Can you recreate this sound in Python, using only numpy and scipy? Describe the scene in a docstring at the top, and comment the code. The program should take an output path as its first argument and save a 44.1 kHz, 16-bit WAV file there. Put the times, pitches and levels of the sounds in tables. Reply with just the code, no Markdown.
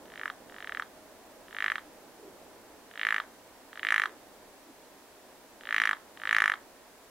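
"""At a small garden pond, a frog in the reeds gives seven rattling croaks, each a swelling run of clicks.
Every snap of its vocal cords rings its throat and its vocal sac, the balloon of skin under its chin.
Hard clicks also whistle and rasp with air. The stones round the water throw the sound back at once,
and the garden adds a short echo. Behind it lie a faint outdoor murmur, a far-off hum,
a few dull bumps and the hiss of the microphone."""
import sys
import numpy as np
from scipy import signal
from scipy.fft import rfft, irfft
from scipy.io import wavfile
from scipy.ndimage import uniform_filter1d

SR = 44100
rng = np.random.default_rng(int(sys.argv[2]) if len(sys.argv) > 2 else 0)


def transcribe(u):
    """Save the signal u as a 16-bit wav file named by the first command-line argument.

    u: samples, shape (n,) or (channels, n), limited to [-1, 1]; the rate is SR.
    q: integer samples, one column per channel.
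    """
    v = np.clip(np.atleast_2d(u).T, -1, 1)
    q = np.round(v * 32767).astype(np.int16)
    wavfile.write(sys.argv[1], SR, q)


N = 313110


def undb(db):
    """Turn decibels into a number to multiply by."""
    return 10 ** (np.asarray(db) / 20)


def unit(x):
    """Scale a signal to an average strength (rms) of 1."""
    return x / np.sqrt(np.mean(x ** 2))


def along(points, hz):
    """Read between (pitch_hz, value) points, giving each octave equal room."""
    pitch_hz, value = np.transpose(points)
    return np.interp(np.log(hz + 1), np.log(pitch_hz), value)


def noise(points):
    """Noise of strength 1, shaped by (pitch_hz, level_db) points."""
    hz = np.arange(N // 2 + 1) * SR / N
    return unit(irfft(rfft(rng.standard_normal(N)) * undb(along(points, hz)), N))


def band(x, low_hz, high_hz):
    """Keep the sound between two pitches."""
    edges_hz = [low_hz, min(high_hz, SR / 2 - 100)]
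    return signal.sosfilt(signal.butter(2, edges_hz, "band", fs=SR, output="sos"), x)


def drift(rate_hz):
    """A slow, smooth random wobble of strength 1."""
    size = int(SR / rate_hz)
    held = np.repeat(rng.standard_normal(N // size + 1), size)
    return unit(uniform_filter1d(uniform_filter1d(held, size), size)[:N])


def add(track, start_s, sound):
    """Mix a sound into a track at the given time."""
    i = max(int(round(start_s * SR)), 0)
    part = sound[..., :max(N - i, 0)]
    track[..., i:i + part.shape[-1]] += part


def ring(t, tones, tuning, damping=1):
    """Tones struck together; each fades by 60 dB in fade_s / damping seconds."""
    return sum(undb(db - 60 * damping * t / fade_s) * np.sin(2 * np.pi * hz * tuning * t)
               for hz, fade_s, db in tones)


# outdoor murmur and microphone hiss: pitch_hz, relative_level_db
MURMUR = [(10, -27), (25, -11), (85, -15), (145, -15.5), (215, -8), (275, -4), (400, -4), (620, -4),
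          (950, -7.5), (1250, -12.5), (1650, -13), (2850, -20), (11500, -25), (15500, -27)]
# how alike the murmur is left and right: pitch_hz, likeness (0 to 1)
MURMUR_LIKENESS = [(60, 0.43), (300, 0.86), (640, 0.87), (1400, 0.72), (3100, 0.094), (7000, 0.014)]
# rise and fall of the distant rumble: time_s, change_db
RUMBLE_SWELL = [(0, 2.5), (.6, 3.5), (1.3, 1.5), (2.4, 2.5), (3.4, -0.9), (4.2, 1), (5.0, -1.1), (6.1, 0.5),
                (7.1, -2.5)]
def outdoors(level_db=-55, sway_db=0.57, rumble_top_hz=900):
    """A distant murmur under a steady, wide hiss; the low rumble slowly rises and falls."""
    hz = np.arange(N // 2 + 1) * SR / N
    likeness = np.clip(along(MURMUR_LIKENESS, hz), 0, 1)
    time_s, change_db = np.transpose(RUMBLE_SWELL)
    swell = undb(np.interp(np.arange(N) / SR, time_s, change_db) + sway_db * drift(9))
    low = 1 / (1 + (hz / rumble_top_hz) ** 4)
    parts = []
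    for weight in (1, np.sqrt((1 - likeness) / (1 + likeness))):
        spectrum = rfft(noise(MURMUR)) * weight
        parts.append(swell * irfft(spectrum * low, N) + irfft(spectrum * (1 - low), N))
    middle, side = parts  # what both ears share, and what sets them apart
    return undb(level_db) * np.array([middle + side, middle - side])


# tones of a far-off hum: pitch_hz, level_db
HUM_TONES = [(84, -85.5), (275, -77.5), (623, -69.5), (995, -76.5), (1835, -81)]
def hum():
    """Faint tones that waver on their way from far off."""
    turn = 2 * np.pi * np.arange(N) / SR
    return sum(undb(db) * (drift(8) * np.sin(hz * turn) + drift(8) * np.cos(hz * turn))
               for hz, db in HUM_TONES)


# soft, distant bumps: peak_s, half_length_s, pitch_hz, level_db
FAR_BUMPS = [(1.865, 0.022, 320, -57), (2.272, 0.047, 368, -50.5), (4.093, 0.027, 370, -55),
             (4.706, 0.033, 284, -56.5)]
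def bumps(width=1.124):
    """Dull bumps from far off, each a brief swell of low noise."""
    t = np.arange(N) / SR
    track = np.zeros(N)
    for peak_s, half_length_s, hz, db in FAR_BUMPS:
        swell = np.exp(-((t - peak_s) / half_length_s) ** 2 / 2)
        track += undb(db) * swell * unit(band(rng.standard_normal(N), hz / width, hz * width))
    return track


# echoes off the stones round the pond: delay_ms, gain (minus flips the wave)
STONE_ECHOES = [(1.98, -.28), (2.48, .19), (3.29, .16), (3.78, -.14), (4.46, -.09), (4.93, .07),
                (8.2, -.06)]
# echoes off the garden walls: delay_s, level_db
WALL_ECHOES = [(0.0186, -36), (.037, -21)]
# blurred echoes, first the reeds, then the garden: low_hz, high_hz, fade_s, level_db
BLURRED_ECHOES = [(2360, 17500, 0.017, -9), (795, 1130, 0.076, -10), (740, 1110, 0.33, -10.5),
                  (1390, 2970, 0.25, -20), (2360, 6500, 0.21, -18)]
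def pond(voice, spread=0.49, build_s=0.0093):
    """The voice arrives directly, then bounces back from stones, walls, reeds and garden."""
    t = np.arange(SR // 2) / SR
    arrivals = np.zeros(len(t))
    arrivals[0] = 1
    for delay_ms, gain in STONE_ECHOES:
        arrivals[round(delay_ms * SR / 1000)] += gain
    for delay_s, db in WALL_ECHOES:
        arrivals[round(delay_s * SR)] += undb(db)
    echoes = np.array([arrivals, arrivals])
    for low_hz, high_hz, fade_s, db in BLURRED_ECHOES:
        shape = undb(-60 * t / fade_s) * (1 - np.exp(-t / build_s))
        middle, side = rng.standard_normal((2, len(t))) * shape
        tail = np.array([middle + spread * side, middle - spread * side]) / np.linalg.norm(middle)
        echoes += undb(db) * band(tail, low_hz, high_hz)
    return signal.fftconvolve(voice, echoes, axes=1)[:, :N]


# hiss of the frog's breath: pitch_hz, relative_level_db
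BREATH = [(2500, -2), (4300, -3), (5700, 7), (6700, -7), (7900, -3), (9300, -2.5), (10700, -8),
          (14500, -10), (16000, -25)]
def rasp(puffs, spread=0.65):
    """Air forced out with each click hisses, a little differently in each ear."""
    return puffs * (noise(BREATH) + spread * noise(BREATH) * np.array([[1], [-1]]))


# whistles of a full-strength click: pitch_hz, fade_s, relative_level_db
WHISTLE_TONES = [(5730, 0.011, -30.5), (6690, 0.024, -35), (9190, 0.0094, -29.5)]
def whistle(t, weaker_db, chance, rise_s=0.00032):
    """Thin whistles that sink in pitch as the sac fills and the clicks grow stronger."""
    tuning = 1 + 0.023 * min(weaker_db, 10) + 0.017 * chance
    return ring(t, WHISTLE_TONES, tuning) * (1 - np.exp(-t / rise_s))


# tones of the throat: pitch_hz, fade_s (before damping), relative_level_db
THROAT_TONES = [(2730, 0.0055, -29.5), (3130, 0.012, -18.5), (3430, 0.011, -19.5), (3744, 0.011, -24)]
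def throat(t, is_snap, chance, rise_s=0.00024, low_hz=2450, high_hz=4200):
    """Each click rings the throat; it tightens on a croak's closing snap, ringing higher and shorter."""
    tuning = 1 + 0.016 * chance + 0.061 * is_snap
    tones = ring(t, THROAT_TONES, tuning, damping=1.25 + 0.34 * is_snap)
    return undb(0.7 + 5.6 * is_snap) * band(tones * (1 - np.exp(-t / rise_s)), low_hz, high_hz)


def sac(t, hz, rise_s=0.00077, sharpness=2.7):
    """The vocal sac's ring swells quickly and dies away in a few vibrations."""
    return (t / rise_s * np.exp(1 - t / rise_s)) ** sharpness * np.sin(2 * np.pi * hz * t)


FULL_DB, CLICKS_PER_S = -9, 53  # a full-strength click; the pace while the frog is fresh
def near(times_s, moments_s):
    """Mark the clicks that fall on one of the given moments."""
    return np.min(np.abs(times_s[:, None] - np.array(moments_s)), axis=1) < .5 / CLICKS_PER_S


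# where a faltering croak breaks through in one round pop: time_s
POP_TIMES = [.256, .7985]
# where the cords miss a click: time_s
MISS_TIMES = [3.812]
def croak(start_s, tires_s, end_s, tired_per_s, full_db, depth_db, swell_s, top_hz, snap_db,
          lead_s=.026, release_db=7, release_s=0.024, slack_hz=1700, snap_hz=1517):
    """Plan one croak's clicks: a lone tick, a swelling run, a tired and often slower run, a snap."""
    fresh = np.linspace(start_s, tires_s, round((tires_s - start_s) * CLICKS_PER_S), endpoint=False)
    tired = np.linspace(tires_s, end_s, round((end_s - tires_s) * tired_per_s) + 1)
    times_s = np.concatenate([[start_s - lead_s], fresh, tired])
    progress = np.clip((times_s - start_s) / (end_s - start_s), 0, 1)
    is_snap, is_pop = times_s == times_s[-1], near(times_s, POP_TIMES)
    # air pressure swells, holds and gives out; the sac tightens and slackens with it
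    swell_db = -depth_db * (1 - np.clip((times_s - start_s) / swell_s, 0, 1)) ** 2
    drop_db = release_db * np.exp((times_s - end_s) / release_s)
    sac_hz = np.interp(progress, [0, 0.39, 1], [slack_hz, top_hz, slack_hz])
    # a pop is louder, lower and less throaty than its neighbours
    db = np.where(is_snap, snap_db, full_db + swell_db - drop_db + 5.5 * is_pop)
    hz = np.where(is_snap, snap_hz, sac_hz - 90 * is_pop)
    throat_db = 4.5 - 6 * progress - .2 * (db - FULL_DB) - 4.5 * is_pop
    # a click that sticks comes late, weaker, higher and throatier; tired cords keep time less well
    stick = rng.standard_normal(len(times_s)) * ~(is_snap | is_pop)
    late_s = .0004 + .25 * (times_s > tires_s) * abs(1 / tired_per_s - 1 / CLICKS_PER_S)
    clicks = np.column_stack([times_s + late_s * stick, db - 0.9 * stick, hz + 35 * stick,
                              throat_db + 2.5 * stick, is_snap])
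    return clicks[~near(times_s, MISS_TIMES)]


# the seven croaks: start_s, tires_s, end_s, tired_clicks_per_s, full_level_db,
# swell_depth_db, swell_length_s, top_pitch_hz, snap_level_db
FROG_CROAKS = [(.082, 0.2137, .3001, 46, -18.5, 27.5, 0.26, 1820, -22),
               (0.5233, 0.6448, .8225, 38.6, -19.5, 20, 0.31, 1740, -23),
               (1.5091, 1.719, 1.7815, 30, -14, 26, 0.15, 1824, -23.5),
               (2.938, 3.1436, 3.2005, 53, -12.5, 26.5, 0.13, 1870, -17),
               (3.7566, 3.9979, 4.057, 52, -10, 24, 0.18, 1870, -16),
               (5.635, 5.8728, 5.9312, 54.2, -10, 26.5, .16, 1866, -16),
               (6.199, 6.4585, 6.5382, 50, -9.5, 25.5, .15, 1820, -18.5)]
def frog(sac_db=-.8, slip_db=-22, thud_db=-45, rasp_db=-36, crack_db=5, puff_s=0.0028):
    """The cords click, ringing the sac and throat; hard clicks also whistle and rasp."""
    t = np.arange(SR // 25) / SR
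    voice, puffs = np.zeros(N), np.zeros(N)
    clicks = [click for row in FROG_CROAKS for click in croak(*row)]
    for start_s, db, hz, throat_db, is_snap in clicks:
        chance = rng.standard_normal(4)
        force = undb(db - FULL_DB)
        add(voice, start_s, undb(sac_db) * force * sac(t, hz))
        add(voice, start_s, undb(throat_db) * force * throat(t, is_snap, chance[0]))
        add(voice, start_s, force ** 2.2 * whistle(t, FULL_DB - db, chance[1]))
        # under high pressure the cords slip a little just before they click
        early_s = .0024 + .0006 * chance[2]
        add(voice, start_s - early_s, undb(slip_db + 3 * chance[3]) * force ** 1.6 * sac(t, 1.16 * hz))
        # each click pushes out a little air: a faint low thud and a puff
        thud = np.exp(-t / 0.0019) * (1 - np.exp(-t / 0.000099))
        add(voice, start_s, undb(thud_db) * force * thud)
        crack = undb(crack_db) * force * np.exp(-t / 0.00044)  # hard clicks open with a crack
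        add(puffs, start_s, undb(rasp_db) * force ** 0.98 * (np.exp(-t / puff_s) + crack))
    voice -= 0.73 * band(voice, 185, 820)  # such a small body gives off little low sound
    return undb(FULL_DB) * (voice + rasp(puffs))


def scene():
    """The frog straight ahead across the pond, with the distant sounds behind it."""
    return pond(frog()) + outdoors() + hum() + bumps()


def record(dry, balance_db=-1.0, top_hz=15750):
    """The left microphone is slightly weaker, and the highest treble is cut off sharply."""
    sound = dry * undb(np.array([[balance_db], [-balance_db]]) / 2)
    return signal.sosfilt(signal.ellip(10, .2, 70, top_hz, fs=SR, output="sos"), sound)


dry = scene()
out = record(dry)
transcribe(out)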